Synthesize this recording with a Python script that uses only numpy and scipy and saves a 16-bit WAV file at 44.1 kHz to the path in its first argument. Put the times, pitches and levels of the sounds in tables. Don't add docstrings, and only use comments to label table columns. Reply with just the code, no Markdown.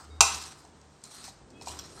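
import sys
import numpy as np
from scipy import signal
from scipy.fft import rfft, irfft, next_fast_len
from scipy.io import wavfile
from scipy.ndimage import uniform_filter1d, map_coordinates

SR = 44100
rng = np.random.default_rng(int(sys.argv[2]) if len(sys.argv) > 2 else 0)


def volts_from_db(level):
    exponent = np.asarray(level, float) / 20
    return 10 ** exponent


def wav_out(sig):
    wavfile.write(sys.argv[1], SR, np.round(np.clip(np.atleast_2d(sig).T, -1, 1) * 32767).astype(np.int16))


N = 88200
T = np.arange(N) / SR

# start_s, level_db
RUMBLE_LEVEL = [
    [(0.0, -56), (0.048, -58), (0.104, -57), (0.134, -55), (0.17, -58)],
    [(0.3, -55), (0.72, -59), (1.408, -60.5), (1.426, -55.5), (2.0, -50)],
]
# freq_hz, density_db_per_hz
RUMBLE_COLOUR = [(12, -63), (20, -24), (80, -3.5), (119, -6.5), (145, -7.5), (380, -6.5), (700, -17.5),
                 (910, -44.5), (1540, -120)]
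# freq_hz, level_db
MAINS_LINES = [(146, -65), (195, -70.5)]
# freq_hz, density_db_per_hz
HISS_COLOUR = [(290, -35), (500, -11), (760, -2.5), (1580, -10.5), (2460, -16.5), (4000, -17),
               (8600, -17.5), (10500, -41.5)]
HISS_DB = -60.5

# start_s, level_db
HUM_LEVEL = [(0.0, -67), (0.11, -46.5), (0.27, -46.5), (0.62, -69), (0.66, -86), (0.72, -62), (0.92, -63.5),
             (0.98, -90), (1.05, -85), (1.64, -81), (1.7, -49), (1.84, -59.5), (1.87, -60), (2.0, -65)]
# start_s, level_db
SWAY_LEVEL = [(0, -75.5), (1.15, -78.5), (1.27, -63.5), (1.5, -66.5), (1.6, -80), (1.9, -67), (2, -59)]
HUM_HZ, SWAY_HZ, COUNTER_WANDER_RATIO = 75.6, 48, 0.013

# pitch_hz, level_db, t60_s
HORN_PARTIALS = [(370, -67, 1.2), (414, -73, .9), (2555, -63, .2), (2575, -72, 2), (2910, -76, .3),
                 (3310, -67, .35)]
HORN_START_S, HORN_ATTACK_S, HORN_HOLD_S, HORN_WAVER_HZ = 1.515, .055, .075, 28

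# freq_hz, t60_s
ROOM_DECAY = [(200, 0.24), (1000, 0.5), (4000, 0.44), (10000, 0.25)]
ROOM_DB, ROOM_GAP_S = -7.5, .004

# start_s, level_db, dull_share_db
SCRAPE_STROKES = [
    [(0, -50.5, 4), (.078, -61.5, -5), (.16, -69.5, 8), (.19, -69.5, 9)],
    [(.27, -31, -25), (.31, -33.5, -10), (.345, -32.5, -9), (.40, -41.5, -10.5), (.455, -40, -11),
     (.55, -57.5, -2.5), (.59, -54.5, -3.5), (.75, -73.5, -3)],
    [(.9, -71.5, -7), (.95, -68, -14), (1.03, -66, -17), (1.045, -47, -15), (1.095, -57.5, -6),
     (1.12, -44, -14), (1.225, -49.5, -8.5), (1.25, -43.5, -12.5), (1.295, -44, -17)],
    [(1.315, -57, -7.5), (1.36, -68, 3), (1.42, -83, 9.5)],
    [(1.6, -64.5, -3), (1.625, -47.5, -10), (1.648, -55, -8), (1.685, -39, -26), (1.74, -48.5, -3.5),
     (1.78, -46.5, -7), (1.89, -52, -7), (1.97, -49, -11.5), (2, -46, -7)],
]
# freq_hz, width_hz, level_db
SCRAPE_PEAKS = [(4150, 130, 1), (5080, 160, -7), (5700, 51, 0.5), (6100, 180, -9.5), (8100, 160, 1.5),
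                (8590, 90, -8)]
# freq_hz, density_db_per_hz
SCRAPE_BRIGHT = [(1060, -29.5), (1800, -4.5), (3010, -3.5), (4010, 1.5), (8550, -0.5), (11000, -8),
                 (14000, -8)]
# freq_hz, density_db_per_hz
SCRAPE_DULL_COLOUR = [(500, -14), (750, 2.5), (1300, 7), (2000, -11.5), (3000, -37.5)]
# freq_hz, depth_db
PATCH_DEPTH = [(2000, 3), (9000, 3), (10500, 5)]
GRIT_RATE_PER_S, GRIT_SPREAD_DB, GRIT_SHARE, PEAK_GAIN = 1500, 1.5, 0.56, 0.94

# start_s, peak_db, t60_s
CRUMB_SNAPS = [(.345, -29, .02), (0.65, -49.5, .02), (0.814, -51.5, .02), (1.017, -52.5, .015),
               (1.0389, -35, 0.0083), (1.79, -33, .012), (1.612, -50, .02), (1.054, -46, .02),
               (1.2413, -38, 0.022), (1.5029, -51.5, 0.033), (1.6216, -43, 0.055), (1.6599, -42, 0.046),
               (1.683, -39, 0.023), (1.699, -61, 0.026), (1.923, -52, 0.035)]
# freq_hz, density_db_per_hz
SNAP_COLOUR = [(800, -18.5), (2000, -15), (3300, -8), (4200, 2.5), (6000, 5.5), (8500, 0), (10000, -11),
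               (15000, -13)]
TOUCH_START_S = [1.685, 1.7, 1.715, 1.328, 1.039, 1.679, 1.7925, 1.791, 1.79, 1.79, .9975]
# pitch_hz, level_db, t60_s
TOUCH_MODES = [(2800, -40.5, 0.03), (990, -33, 0.021), (960, -39, 0.036), (4900, -56, .02),
               (7140, -35, 0.016), (5700, -34, 0.023), (5570, -36, 0.023), (12000, -33, 0.019),
               (4320, -46, 0.03), (1510, -44, 0.036), (4060, -55, .012)]

# start_s, peak_db, spoon_pitch_hz, knock_db, spoon_t60_s
TAP_EVENTS = [(.348, -32, 5630, -60, 0.013), (.649, -70, 4326, -35, 0.02), (1.038, -31.5, 8140, -56, 0.02),
              (1.041, -37, 5370, -67, 0.01), (1.28, -48, 6400, -32, .04), (1.112, -45, 3960, -49, 0.032),
              (1.613, -39, 4200, -29, 0.028), (1.672, -35, 4095, -19.5, 0.059),
              (1.683, -60, 5300, -25, .02), (1.685, -31.5, 7070, -42, 0.035),
              (1.790, -29, 5810, -53, 0.022), (1.795, -28, 5610, -54, 0.012),
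              (1.975, -42, 1330, -59, 0.065), (.105, -54.5, 3750, -90, 0.494)]
# pitch_ratio, level_db
SPOON_MODES = [(1, 0), (.585, -5), (1.27, -5)]
# pitch_hz, level_db, t60_s
KNOCK_MODES = [(716, -3.5, 0.02), (781.5, 3, 0.032), (927, 4.5, 0.0226), (995, -3.5, 0.023),
               (1293, -14.5, 0.016)]
TAP_SCATTER_DB = 2.5

# start_s, peak_db
BLOW_EVENT = [
    (.2067, -1),
]
# pitch_hz, level_db, t60_s
BOWL_MODES = [(2022, -17, 0.27), (687, -4, .15), (770, -3, .22), (884, -7, 0.07), (950, -3.5, .2),
              (1083, 7, 0.028), (1022, -12.5, .2), (1304, -10, .35), (2445, -7, 0.24), (2613, -5.5, .3),
              (2670, 4.5, 0.091), (3170, -11.5, .13), (3994, -8.5, 0.26), (4376, -11.5, .25)]
# pitch_hz, level_db, t60_s
STEEL_MODES = [(5330, -10.5, .15), (5550, -8, .25), (5935, -9.5, .3), (6040, 15.5, .035), (6075, -8, .2),
               (6180, -7.5, 0.18), (6470, -8, .2), (6900, -6.5, 0.15), (7410, -5, .25), (8570, -3, .2),
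               (9190, -11.5, .15), (10760, -2.5, .15), (11060, -2.5, .15), (12400, -12.5, .3)]
# freq_hz, density_db_per_hz
CRACK_LOW = [(300, -8.5), (520, -17.5), (800, -4), (1300, -0.5), (1900, -18), (2600, -4.5), (3400, -6.5),
             (6150, 0)]
# freq_hz, density_db_per_hz
CRACK_HIGH = [(6150, 0), (9000, -2), (12000, -13.5), (13200, -11)]
CONTACT_S, CHATTER_S, CHATTER_FALL_DB = .0008, .006, 4
CRACK_T60_S, CRACK_AFTER_DB, RING_DB, THUD_DB = 0.11, -10, -21, -27.5
RING_ROUGH_RAD, RING_SHAKE_PER_S = .95, 100
SPARK_DB, SPARK_T60_S, SPARK_HZ = -17, .009, 12500

# freq_hz, gain_db
MIC_RESPONSE = [(25, -12.5), (55, -0.5), (9100, -1.5), (9850, -16), (10600, -7.5), (12600, -9.5),
                (13400, -14), (15900, -22.5)]


def unit(x):
    return x / np.sqrt(np.mean(x ** 2) + 1e-20)


def along(points, hz):
    f, v = np.transpose(points)
    return np.interp(np.log(hz + 1), np.log(f + 1), v)


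def joined(tables):
    s, *cols = np.concatenate(tables).T
    return [np.interp(T, s, c) for c in cols]


def wobble(rate_per_s):
    knots = rng.standard_normal(int(N * rate_per_s / SR) + 4)
    return map_coordinates(knots, [T * rate_per_s])


def coloured(x, gain):
    m = 2 * next_fast_len(N)
    cepstrum = irfft(np.log(gain(np.fft.rfftfreq(m, 1 / SR)) + 1e-6), m)
    cepstrum[1:m // 2] *= 2
    cepstrum[m // 2 + 1:] = 0
    return irfft(rfft(x, m) * np.exp(rfft(cepstrum)), m)[:len(x)]


def noise(points):
    return unit(coloured(rng.standard_normal(N), lambda hz: volts_from_db(along(points, hz))))


def ring(t, modes, blur=None, attack_s=0.00007):
    u = np.maximum(t, 0)
    out = np.zeros(N)
    for hz, db, t60_s in modes:
        phase = 2 * np.pi * hz * u + (blur() if blur else 0)
        out += volts_from_db(db - 60 * u / t60_s) * np.sin(phase)
    return (1 - np.exp(-u / attack_s)) * out


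def patchy(x):
    hz, _, z = signal.stft(x, SR, nperseg=256)
    field = uniform_filter1d(rng.standard_normal(z.shape), size=4, axis=0)
    field = unit(uniform_filter1d(field, size=12, axis=1))
    z = z * volts_from_db(along(PATCH_DEPTH, hz)[:, None] * field)
    return unit(signal.istft(z, SR, nperseg=256)[1][:N])


def background():
    db, = joined(RUMBLE_LEVEL)
    rumble = volts_from_db(db + 1.5 * wobble(14)) * noise(RUMBLE_COLOUR)
    lines = sum(volts_from_db(g + 3 * wobble(16)) * np.sin(2 * np.pi * hz * T) for hz, g in MAINS_LINES)
    hiss = volts_from_db(HISS_DB + .8 * wobble(29)) * noise(HISS_COLOUR)
    return rumble + lines + hiss


def kitchen(x):
    hz, t, z = signal.stft(rng.standard_normal(SR), SR, nperseg=256)
    decay = volts_from_db(-60 * t / along(ROOM_DECAY, hz)[:, None])
    tail = signal.istft(z * decay, SR, nperseg=256)[1]
    delayed = np.pad(x, (round(ROOM_GAP_S * SR), 0))
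    return signal.fftconvolve(delayed, tail / np.linalg.norm(tail))[:N]


def counter():
    out = np.zeros(N)
    for table, hz in (HUM_LEVEL, HUM_HZ), (SWAY_LEVEL, SWAY_HZ):
        db, = joined([table])
        phase = 2 * np.pi * np.cumsum(hz * (1 + COUNTER_WANDER_RATIO * wobble(15))) / SR
        out += np.sqrt(2) * volts_from_db(db + 1.5 * wobble(25)) * np.sin(phase)
    return out


def horn():
    t = T - HORN_START_S
    release_s = np.maximum(t - HORN_HOLD_S, 0)
    out = np.zeros(N)
    for hz, db, t60_s in HORN_PARTIALS:
        level = np.sqrt(2) * volts_from_db(db + 3.4 * wobble(45) - 60 * release_s / t60_s)
        out += level * np.sin(2 * np.pi * np.cumsum(hz + HORN_WAVER_HZ * wobble(40)) / SR)
    return np.clip(t / HORN_ATTACK_S, 0, 1) * out


def scrape():
    db, dull_db = joined(SCRAPE_STROKES)
    grains = (rng.random(N) < GRIT_RATE_PER_S / SR) * volts_from_db(GRIT_SPREAD_DB * rng.uniform(-0.1, 1, N))
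    grains = grains * rng.choice([-1, 1], N)
    grit = GRIT_SHARE * unit(grains) + (1 - GRIT_SHARE) * rng.standard_normal(N)

    def bright_gain(hz):
        peaks = sum(volts_from_db(g) / (1 + (2 * (hz - c) / w) ** 2) for c, w, g in SCRAPE_PEAKS)
        return volts_from_db(along(SCRAPE_BRIGHT, hz)) * (1 + PEAK_GAIN * peaks)

    bright = patchy(coloured(grit, bright_gain))
    dull = unit(coloured(grit, lambda hz: volts_from_db(along(SCRAPE_DULL_COLOUR, hz))))
    dull = volts_from_db(dull_db + 0.5 * wobble(30)) * dull
    return volts_from_db(db - 2 + 1.5 * wobble(59.96)) * (bright + dull)


def crumbs():
    shape = sum(volts_from_db(db - 60 * np.abs(T - s) / t60_s) * (T > s) for s, db, t60_s in CRUMB_SNAPS)
    return noise(SNAP_COLOUR) * shape


def touches():
    return sum(ring(T - s, [mode], attack_s=0.00086) for s, mode in zip(TOUCH_START_S, TOUCH_MODES))


def taps():
    out, click_noise = np.zeros(N), noise(SCRAPE_BRIGHT)
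    for s, db, hz, knock_db, t60_s in TAP_EVENTS:
        t = T - s
        spoon_modes = [(hz * r, g + rng.normal(0, TAP_SCATTER_DB), t60_s) for r, g in SPOON_MODES]
        knock_modes = [(f, g + rng.normal(0, TAP_SCATTER_DB), w) for f, g, w in KNOCK_MODES]
        spoon = ring(t, spoon_modes, lambda: .8 * wobble(120))
        click = click_noise * (t > 0) * volts_from_db(-60 * np.abs(t) / 0.011)
        out += volts_from_db(db) * (0.55 * spoon + 0.066 * click)
        out += volts_from_db(knock_db - 9) * ring(t, knock_modes, attack_s=0.0026)
    return out


def blow():
    (s, db), = BLOW_EVENT
    t = T - s
    u = np.maximum(t, 0)
    chatter_db = -CHATTER_FALL_DB * (u / CHATTER_S - 0.76) - 60 * np.maximum(u - CHATTER_S, 0) / .01
    shape = volts_from_db(chatter_db) + volts_from_db(CRACK_AFTER_DB - 60 * u / CRACK_T60_S)
    crack = np.clip(t / CONTACT_S, 0, 1) * shape * noise(CRACK_LOW + CRACK_HIGH[1:])
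    ringing = ring(t, BOWL_MODES + STEEL_MODES, lambda: RING_ROUGH_RAD * wobble(RING_SHAKE_PER_S))
    spark = (t > 0) * volts_from_db(SPARK_DB - 60 * u / SPARK_T60_S) * noise([(SPARK_HZ - 2000, -30), (SPARK_HZ, 0)])
    thud = ring(t, [(97, 4.5, 0.033), (172.4, 2.0, 0.021), (296, 0.0, 0.035), (431, -9, 0.23)])
    return volts_from_db(db) * (0.35 * crack + volts_from_db(RING_DB) * ringing + spark + volts_from_db(THUD_DB) * thud)


def scene():
    hard, knocks, grit, far = blow(), taps() + crumbs() + touches(), scrape(), horn()
    wet = kitchen(hard) + 0.8 * kitchen(knocks) + 0.72 * kitchen(grit) + kitchen(far)
    direct = hard + knocks + grit + far
    return (direct + volts_from_db(ROOM_DB) * wet + counter() + background())[None]


def low_pass(x):
    return signal.sosfilt(signal.butter(12, 15940, fs=SR, output="sos"), x)


def record(dry):
    heard = coloured(dry[0], lambda hz: volts_from_db(along(MIC_RESPONSE, hz)) * (hz < 15950))
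    return low_pass(heard[None])


dry = scene()
out = record(dry)
wav_out(out)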